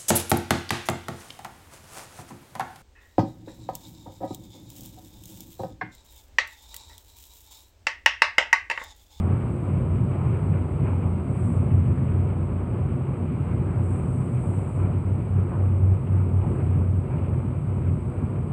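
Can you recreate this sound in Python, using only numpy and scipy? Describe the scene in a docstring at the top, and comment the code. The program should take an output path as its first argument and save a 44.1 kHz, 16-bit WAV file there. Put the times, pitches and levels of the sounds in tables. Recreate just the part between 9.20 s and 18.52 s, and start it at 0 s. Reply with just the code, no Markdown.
"""A car ferry's diesel drive booms and throbs as it pushes through broken ice, heard in a car on deck.
The engine's firings shake the steel hull, and the boom surges when the propeller works hard.
Floating slabs of ice (floes) churn in the water, scrape along the bow and crack, dulled by the
car windows. A thin, high hiss lies on top and swells a few times."""
import sys
import numpy as np
from scipy import signal
from scipy.fft import rfft, irfft, next_fast_len
from scipy.io import wavfile
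from scipy.ndimage import uniform_filter1d

SR = 44100
rng = np.random.default_rng(int(sys.argv[2]) if len(sys.argv) > 2 else 0)


def store_wav(level_fs):
    """Save 16-bit WAV to argv[1]."""
    pcm = np.round(np.clip(np.atleast_2d(level_fs), -1, 1) * 32767)
    wavfile.write(sys.argv[1], SR, pcm.T.astype(np.int16))


N = 411012
T = np.arange(N) / SR


def gain(db):
    """Turn decibels into a number to multiply a sound by."""
    return 10 ** (np.asarray(db) / 20)


def normalise(x):
    """Scale a signal to an average strength (rms) of 1."""
    return x / np.sqrt(np.mean(x ** 2))


def curve(points):
    """Join (time_s, value) points with straight lines."""
    return np.interp(T, *np.transpose(points))


def bump(middle_s, length_s):
    """Rise smoothly to 1 at a chosen moment, then fall again."""
    return np.exp(-2 * np.minimum(((T - middle_s) / length_s) ** 2, 20))


def wobble(per_s):
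    """Drift smoothly between random values, mostly from -1 to 1."""
    step = int(SR / per_s)
    held = np.repeat(rng.standard_normal(N // step + 1), step)
    return normalise(uniform_filter1d(uniform_filter1d(held, step), step)[:N])


def clicks(per_s, spread_db):
    """Tiny hits at random times, most weak and a few strong."""
    strength = gain(spread_db * np.minimum(rng.exponential(size=N), 5))
    hits = rng.random(N) < per_s / SR
    return normalise(hits * strength * rng.choice([-1, 1], N))


def shape_tone(x, tone):
    """Turn each pitch up or down by a (pitch_hz, level_db) table; the result has strength 1."""
    pitch_hz, level_db = np.transpose(tone)
    size = next_fast_len(N)
    hz = np.maximum(np.arange(size // 2 + 1) * SR / size, 1)
    octaves_outside = np.maximum(np.log2(hz / pitch_hz[-1]), 0) + np.maximum(np.log2(pitch_hz[0] / hz), 0)
    change_db = np.interp(np.log(hz), np.log(pitch_hz), level_db) - 40 * octaves_outside
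    return normalise(irfft(rfft(x, size) * gain(change_db), size)[:N])


def resonate(x, pitch_hz, sharpness=1.4):
    """Keep a broad band around one pitch, filtering twice; the result has strength 1."""
    b, a = signal.iirpeak(pitch_hz, sharpness, fs=SR)
    return normalise(signal.lfilter(np.convolve(b, b), np.convolve(a, a), x))


# the tone of the whistling hiss, of its fizz and of a wider fizz: pitch_hz, level_db
WHISTLE_TONE = [(3300, -13.5), (4000, -15), (4400, -20.5), (4850, -14.5), (5500, -34), (6100, -23.5),
                (7000, -19), (7600, -13), (8000, -0.5), (8250, 2.5), (8600, -6.5), (9100, -8.5),
                (9700, -17), (10300, -15.5), (11200, -30), (14000, -23.5)]
FIZZ_TONE = [(5800, -30), (7000, -14), (7800, 4.5), (8500, 11.5), (9000, 1.5), (9600, -9), (10400, -7),
             (11200, -32.5), (12500, -35)]
WIDE_FIZZ_TONE = [(6300, -26), (7200, -7), (7900, 2), (9100, 0.5), (9800, -8), (10700, -12), (11500, -24)]
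# how loud the whistling hiss is: time_s, level_db
WHISTLE_LEVELS = [(0, -64), (.85, -64.5), (2, -64.5), (2.7, -65), (3.5, -66.5), (4.5, -65), (6.2, -65.5),
                  (6.75, -66.3), (7.4, -65.2), (8.35, -66.5), (8.9, -64.8), (9.32, -66)]
# moments when the hiss swells: middle_s, length_s, level_db, wide_share_db
FIZZ_SWELLS = [(.32, .09, -67, -13), (2.27, 0.24, -58.5, -10), (4.74, 0.17, -57.5, -10),
               (4.978, 0.13, -61.5, -7), (5.3, 0.29, -60.5, -3.5), (5.553, 0.16, -66.5, -4),
               (7.33, .15, -65, -14)]


def hiss(ragged_db=0.7):
    """A thin, whistling hiss broadens into a ragged fizz when it swells."""
    whistle = shape_tone(rng.standard_normal(N), WHISTLE_TONE)
    whistle *= gain(curve(WHISTLE_LEVELS) + 0.35 * wobble(9.2))
    fizz = shape_tone(clicks(per_s=7800, spread_db=2.5), FIZZ_TONE)
    wide_fizz = shape_tone(clicks(per_s=7800, spread_db=2.0), WIDE_FIZZ_TONE)
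    swells = sum(gain(level_db) * bump(middle_s, length_s) * (fizz + gain(wide_share_db) * wide_fizz)
                 for middle_s, length_s, level_db, wide_share_db in FIZZ_SWELLS)
    return whistle + swells * gain(ragged_db * wobble(25))


# the notes of the steel plates at the ship's front: pitch_hz, width_hz, level_db
PLATE_NOTES = [(347.7, 9.1, -7), (379.7, 9.2, -5.5), (480.5, 12, -8), (590, 34, -9.5), (738, 16, -5),
               (866, 39, -7.5), (944, 34, -7.5), (1007, 25, -5.5), (1110, 24, -8.5)]


def bow_plates(push):
    """Ice rubs the steel plates, and they add their ringing to its sound."""
    ringing = np.zeros(N)
    for pitch_hz, width_hz, level_db in PLATE_NOTES:
        b, a = signal.iirpeak(pitch_hz, pitch_hz / width_hz, fs=SR)
        ringing += gain(level_db) * signal.lfilter(b, a, push)
    return push + ringing


# the tone of churning water and of crunching ice, heard through glass: pitch_hz, level_db
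CHURN_TONE = [(150, -17.5), (270, -3), (320, -1.5), (365, 0), (440, -6), (540, -8), (680, -12), (800, -15),
              (1020, -16.5), (1280, -17), (1600, -30.5), (2000, -42), (3000, -60.5)]
CRUNCH_TONE = [(700, -11.5), (1400, 3), (1850, -2.5), (2100, 1), (2380, 2), (2700, -3.5), (3000, -6.5),
               (3600, -19.5), (4000, -24.5), (4400, -30), (4850, -26.5), (5500, -44), (7000, -32),
               (14000, -45)]
# floes rolling over in the bow wave, and lulls between them: middle_s, length_s, change_db
ROLLS_AND_LULLS = [(0.102, 0.17, 2.3), (.38, .14, -1.7), (.8, 0.11, -2), (1.01, .12, .5), (2.6, .45, 0.2),
                   (4.63, .33, 1.3), (5.002, .053, 1), (5.3, 0.065, 1), (5.643, .099, 2.5),
                   (5.85, .15, -0.5), (6.411, .09, 1.5), (6.8, .09, -0.5), (7.33, 0.17, 2),
                   (7.738, .12, -2.6), (7.979, 0.16, 2.4), (8.42, .1, -2), (8.869, 0.11, -0.8)]


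def churning_ice(churn_fade_db_per_s=0.3144, crunch_fade_db_per_s=0.42):
    """Floes jostle in the water and their edges crumble; both sounds fade slowly as the ice thins."""
    roll_db = sum(change_db * bump(middle_s, length_s) for middle_s, length_s, change_db in ROLLS_AND_LULLS)
    roll_db += 0.3 * wobble(5.5)
    churn_db = -35.5 - churn_fade_db_per_s * T + roll_db + 0.57 * wobble(18)
    crunch_db = -54 - crunch_fade_db_per_s * T + 0.5 * roll_db + 0.75 * wobble(22)
    jostle = clicks(per_s=1500, spread_db=1.0) + rng.standard_normal(N)
    crumble = clicks(per_s=1400, spread_db=1.1) * gain(1.1 * wobble(30)) + rng.standard_normal(N)
    churn = shape_tone(bow_plates(jostle), CHURN_TONE) * gain(churn_db)
    crunch = shape_tone(crumble, CRUNCH_TONE) * gain(crunch_db)
    return churn + crunch


# the tone of a hard ice edge rasping on steel: pitch_hz, level_db
RASP_TONE = [(900, -4), (1400, 0.5), (1850, -6), (2350, 6), (2800, -4), (3600, -20.5), (5000, -31.5)]
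# floes scraping the bow: middle_s, length_s, level_db, pitch_hz, rasp_share_db
FLOE_SCRAPES = [(0.133, 0.12, -49, 1160, -9), (.6, .06, -52, 1100, -9), (1.03, .09, -45.5, 890, -14),
                (1.15, 0.056, -55.5, 1400, -1), (1.354, 0.049, -54.5, 1460, 0),
                (1.69, .085, -43, 980, -6.5), (1.86, .1, -44, 720, -11), (2.2, .097, -54, 1190, -13),
                (2.718, .13, -58, 1490, -8.5), (2.92, 0.068, -52, 1150, -8), (4.313, .06, -49, 1050, -11),
                (4.37, .08, -40, 320, -26), (4.5, .15, -56, 1350, -5.5), (4.7, .2, -54, 1080, -9),
                (5.637, 0.12, -51.5, 1140, -5), (6.18, .07, -49.5, 1080, -11), (6.33, .08, -42, 950, -19),
                (6.41, .06, -38, 470, -26), (6.995, .1, -49.5, 1098, -9), (7.248, .052, -41, 694, -17),
                (7.392, .09, -55, 1400, -5.5), (7.941, .087, -50, 1000, -6), (8.13, .18, -41, 350, -26),
                (8.198, 0.046, -55, 1000, -13), (8.652, 0.047, -52.5, 1290, -12),
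                (8.98, .12, -58, 1370, -6)]


def scraping_ice():
    """A floe sticks and slips along the plates. Its size sets the pitch; hard edges add a bright rasp."""
    slips = clicks(per_s=1500, spread_db=1.0)
    ringing = bow_plates(slips)
    rasp = shape_tone(slips, RASP_TONE)
    out = np.zeros(N)
    for middle_s, length_s, level_db, pitch_hz, rasp_share_db in FLOE_SCRAPES:
        grinding = resonate(ringing, pitch_hz) + gain(rasp_share_db) * rasp
        out += gain(level_db) * bump(middle_s, length_s) * grinding
    return out


# slabs breaking against the hull: start_s, fade_s, level_db, pitch_hz
SLAB_CRACKS = [(.205, .02, -52, 2300), (.915, .028, -55, 2600), (.947, .022, -44, 900),
               (1.052, .025, -41, 750), (1.124, .035, -54, 2600), (1.335, .022, -53, 2500),
               (1.37, .013, -54, 2170), (1.662, .05, -50, 2250), (1.674, .04, -40, 980),
               (1.812, 0.022, -53, 2200), (2.14, .022, -51.5, 2500), (2.5, 0.033, -51, 2300),
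               (2.655, .022, -52, 2500), (2.775, .033, -53, 1790), (2.878, 0.016, -49, 2400),
               (5.595, .02, -53, 2300), (5.652, .03, -55, 1990), (6.868, .015, -52.5, 2510),
               (7.205, .019, -54, 2700), (7.312, .025, -54, 2003), (7.905, .04, -48, 850),
               (7.98, 0.023, -54, 2590), (8.128, 0.011, -43, 1000), (9.157, .012, -51, 2590),
               (9.175, .02, -47, 1006)]


def cracking_ice(rise_s=0.003):
    """A slab snaps in a quick run of tiny breaks that dies away; big slabs sound low."""
    breaks = clicks(per_s=2000, spread_db=1.0)
    out = np.zeros(N)
    for start_s, fade_s, level_db, pitch_hz in SLAB_CRACKS:
        span = (T >= start_s) & (T < start_s + 10 * fade_s)
        age_s = T[span] - start_s
        loudness = np.minimum(age_s / rise_s, np.exp((rise_s - age_s) / fade_s))
        out[span] += gain(level_db) * loudness * resonate(breaks[span], pitch_hz)
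    return out


def car_windows(x, cutoff_hz=2850):
    """The glass lets low sounds in and blocks high ones."""
    return signal.sosfilt(signal.butter(10, cutoff_hz, fs=SR, output="sos"), x)


# the diesel engine's hums: pitch_hz, level_db, drift_hz
ENGINE_HUMS = [(60.4, -42, 0.23), (96.7, -41, 1.8), (130.4, -39.5, 2.2), (151, -40.5, 1.8), (316, -53, 1.5)]


def engine_hum(waver_db=2.0):
    """The engine's lowest hum nearly holds its pitch while the higher ones drift; all waver in loudness."""
    out = np.zeros(N)
    for pitch_hz, level_db, drift_hz in ENGINE_HUMS:
        turns = rng.random() + np.cumsum(pitch_hz + drift_hz * wobble(7)) / SR
        out += np.sqrt(2) * gain(level_db + waver_db * wobble(12)) * np.sin(2 * np.pi * turns)
    return out


def diesel_knocks(cylinders=12, cycles_per_s=10.07, uneven_db=3, scatter_db=0.4):
    """The cylinders fire in turn, some harder than others, in a pattern that repeats every cycle."""
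    firings_per_s = cylinders * cycles_per_s * (1 + 0.002 * wobble(1.5))
    firings_so_far = np.floor(np.cumsum(firings_per_s) / SR)
    fire_at = np.flatnonzero(np.diff(firings_so_far))
    cylinder_db = uneven_db * normalise(rng.standard_normal(cylinders))
    pattern_db = cylinder_db[np.arange(len(fire_at)) % cylinders]
    force = gain(pattern_db + scatter_db * rng.standard_normal(len(fire_at)))
    knocks = np.zeros(N)
    knocks[fire_at] = force - force.mean()  # only the unevenness rocks the engine's mounts
    return normalise(knocks)


# how well the hull and the car body pass each pitch: pitch_hz, level_db
HULL_TONE = [(20, -43.5), (35, -28), (52, -19), (66, -4), (77, -6.5), (83, 0), (93, -11.5), (106, 0.5),
             (130, 3.5), (160, -4), (190, -5.5), (200, -10), (218, -7), (250, -8), (285, -18), (450, -32.5)]
# the rumble from the slowly changing load on the hull: time_s, level_db
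RUMBLE_LEVELS = [(0, -25), (2.05, -26.5), (2.6, -22.5), (3.25, -27), (4.5, -26.3), (5.2, -27.4),
                 (6.7, -27.6), (9.32, -28)]
# floes shoving the hull: middle_s, length_s, level_db
FLOE_SHOVES = [(.58, 0.14, -28.5), (.83, 0.037, -24.5), (1.1, .056, -23.5), (1.29, .086, -24),
               (1.65, 0.077, -26), (1.88, .07, -23), (2.27, .1, -26.5), (2.69, 0.046, -25.5),
               (2.83, 0.066, -24.5), (4.37, .11, -26.5), (7.3, 0.12, -25), (7.58, .12, -26.5),
               (7.95, 0.07, -23.5), (8.71, .053, -23.5), (9.03, 0.062, -25)]


def hull_rumble(knock_share_db=-6, flutter_db=0.5):
    """Engine knocks and water stirred by the propeller shake the deck, more so when a floe shoves."""
    steady = gain(curve(RUMBLE_LEVELS) + flutter_db * wobble(9.6))
    shove_power = sum((gain(level_db) * bump(middle_s, length_s)) ** 2
                      for middle_s, length_s, level_db in FLOE_SHOVES)
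    knocks = gain(knock_share_db) * diesel_knocks()
    water = rng.standard_normal(N)
    return shape_tone(knocks + water, HULL_TONE) * np.sqrt(steady ** 2 + shove_power)


# the drive's deep note, wandering slightly in pitch: time_s, pitch_hz
DRIVE_PITCH = [(0, 93.1), (1.3, 92.34), (1.85, 91.16), (2.4, 94.1), (2.57, 90.65), (2.75, 92.1),
               (3.23, 90.6), (4, 94.3), (4.7, 92.9), (5.8, 94.26), (6.4, 93.7), (7.15, 93.6), (7.6, 92.3),
               (9.3, 92.56)]
# surges when the propeller works hard: start_s, length_s, level_db
DRIVE_SURGES = [(.005, 0.16, -23), (0.458, 0.11, -28.5), (1.1, 0.44, -27.5), (1.602, 0.4, -27.5),
                (2.341, 0.1, -20), (2.53, 0.079, -17), (2.648, .13, -23.5), (2.887, 0.19, -21),
                (3.13, 0.17, -29.5), (3.597, 0.077, -27), (4.583, 0.16, -25.5), (5.248, 0.17, -28.5),
                (5.579, .12, -23), (5.738, .07, -21), (5.849, .13, -23), (6.104, .15, -20.3),
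                (6.374, 0.22, -20.3), (6.613, .15, -17.3), (6.885, 0.18, -20), (7.12, .1, -18),
                (7.42, .41, -22), (8.007, 0.073, -23.5), (8.638, 0.1, -24)]


def drive_boom(rest_db=-32, throb_db=2.5, shudder_db=1.1, rise_s=0.046, fall_s=0.06):
    """The drive's deep note throbs inside the car and surges under load."""
    surges = np.zeros(N)
    for start_s, length_s, level_db in DRIVE_SURGES:
        ramps = np.minimum((T - start_s) / rise_s, (start_s + length_s - T) / fall_s)
        surges += gain(level_db) * np.clip(ramps + 0.5, 0, 1)
    throb = gain(rest_db + throb_db * wobble(16))
    strength = np.hypot(throb, surges) * gain(shudder_db * wobble(35))
    # strong throbs hold their pitch; weak ones blur into the rumble
    blur_hz = 5 / (1 + (strength / gain(-26)) ** 2)
    phase = 2 * np.pi * np.cumsum(curve(DRIVE_PITCH) + blur_hz * wobble(14)) / SR
    faint_octave = gain(-24) * np.sin(2 * phase)
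    return np.sqrt(2) * strength * (np.sin(phase) + faint_octave)


# moments when the engine sound dips briefly: middle_s, length_s, change_db
ENGINE_DIPS = [(.24, .08, -1), (.42, .07, -2.5), (1.198, 0.026, -7), (1.48, 0.066, -3), (2.02, .06, -1),
               (3.17, .04, -1), (3.97, .05, -2.5), (5.534, 0.029, -4), (5.825, .018, -5), (6.06, .05, -2.5),
               (6.799, 0.04, -3), (7.851, .04, -2), (8.39, 0.051, -1), (8.936, 0.032, -7)]


def scene():
    """The engine, the ice and the hiss as they reach the car seat, in one channel."""
    dip_db = sum(change_db * bump(middle_s, length_s) for middle_s, length_s, change_db in ENGINE_DIPS)
    engine = (hull_rumble() + drive_boom() + engine_hum()) * gain(dip_db)
    ice = churning_ice() + car_windows(scraping_ice() + cracking_ice())
    return (engine + ice + hiss())[None]


def record(dry):
    """Cut off the very highest treble."""
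    top_hz = 14500
    return signal.sosfilt(signal.ellip(8, 0.2, 70, top_hz, fs=SR, output="sos"), dry)


dry = scene()
out = record(dry)
store_wav(out)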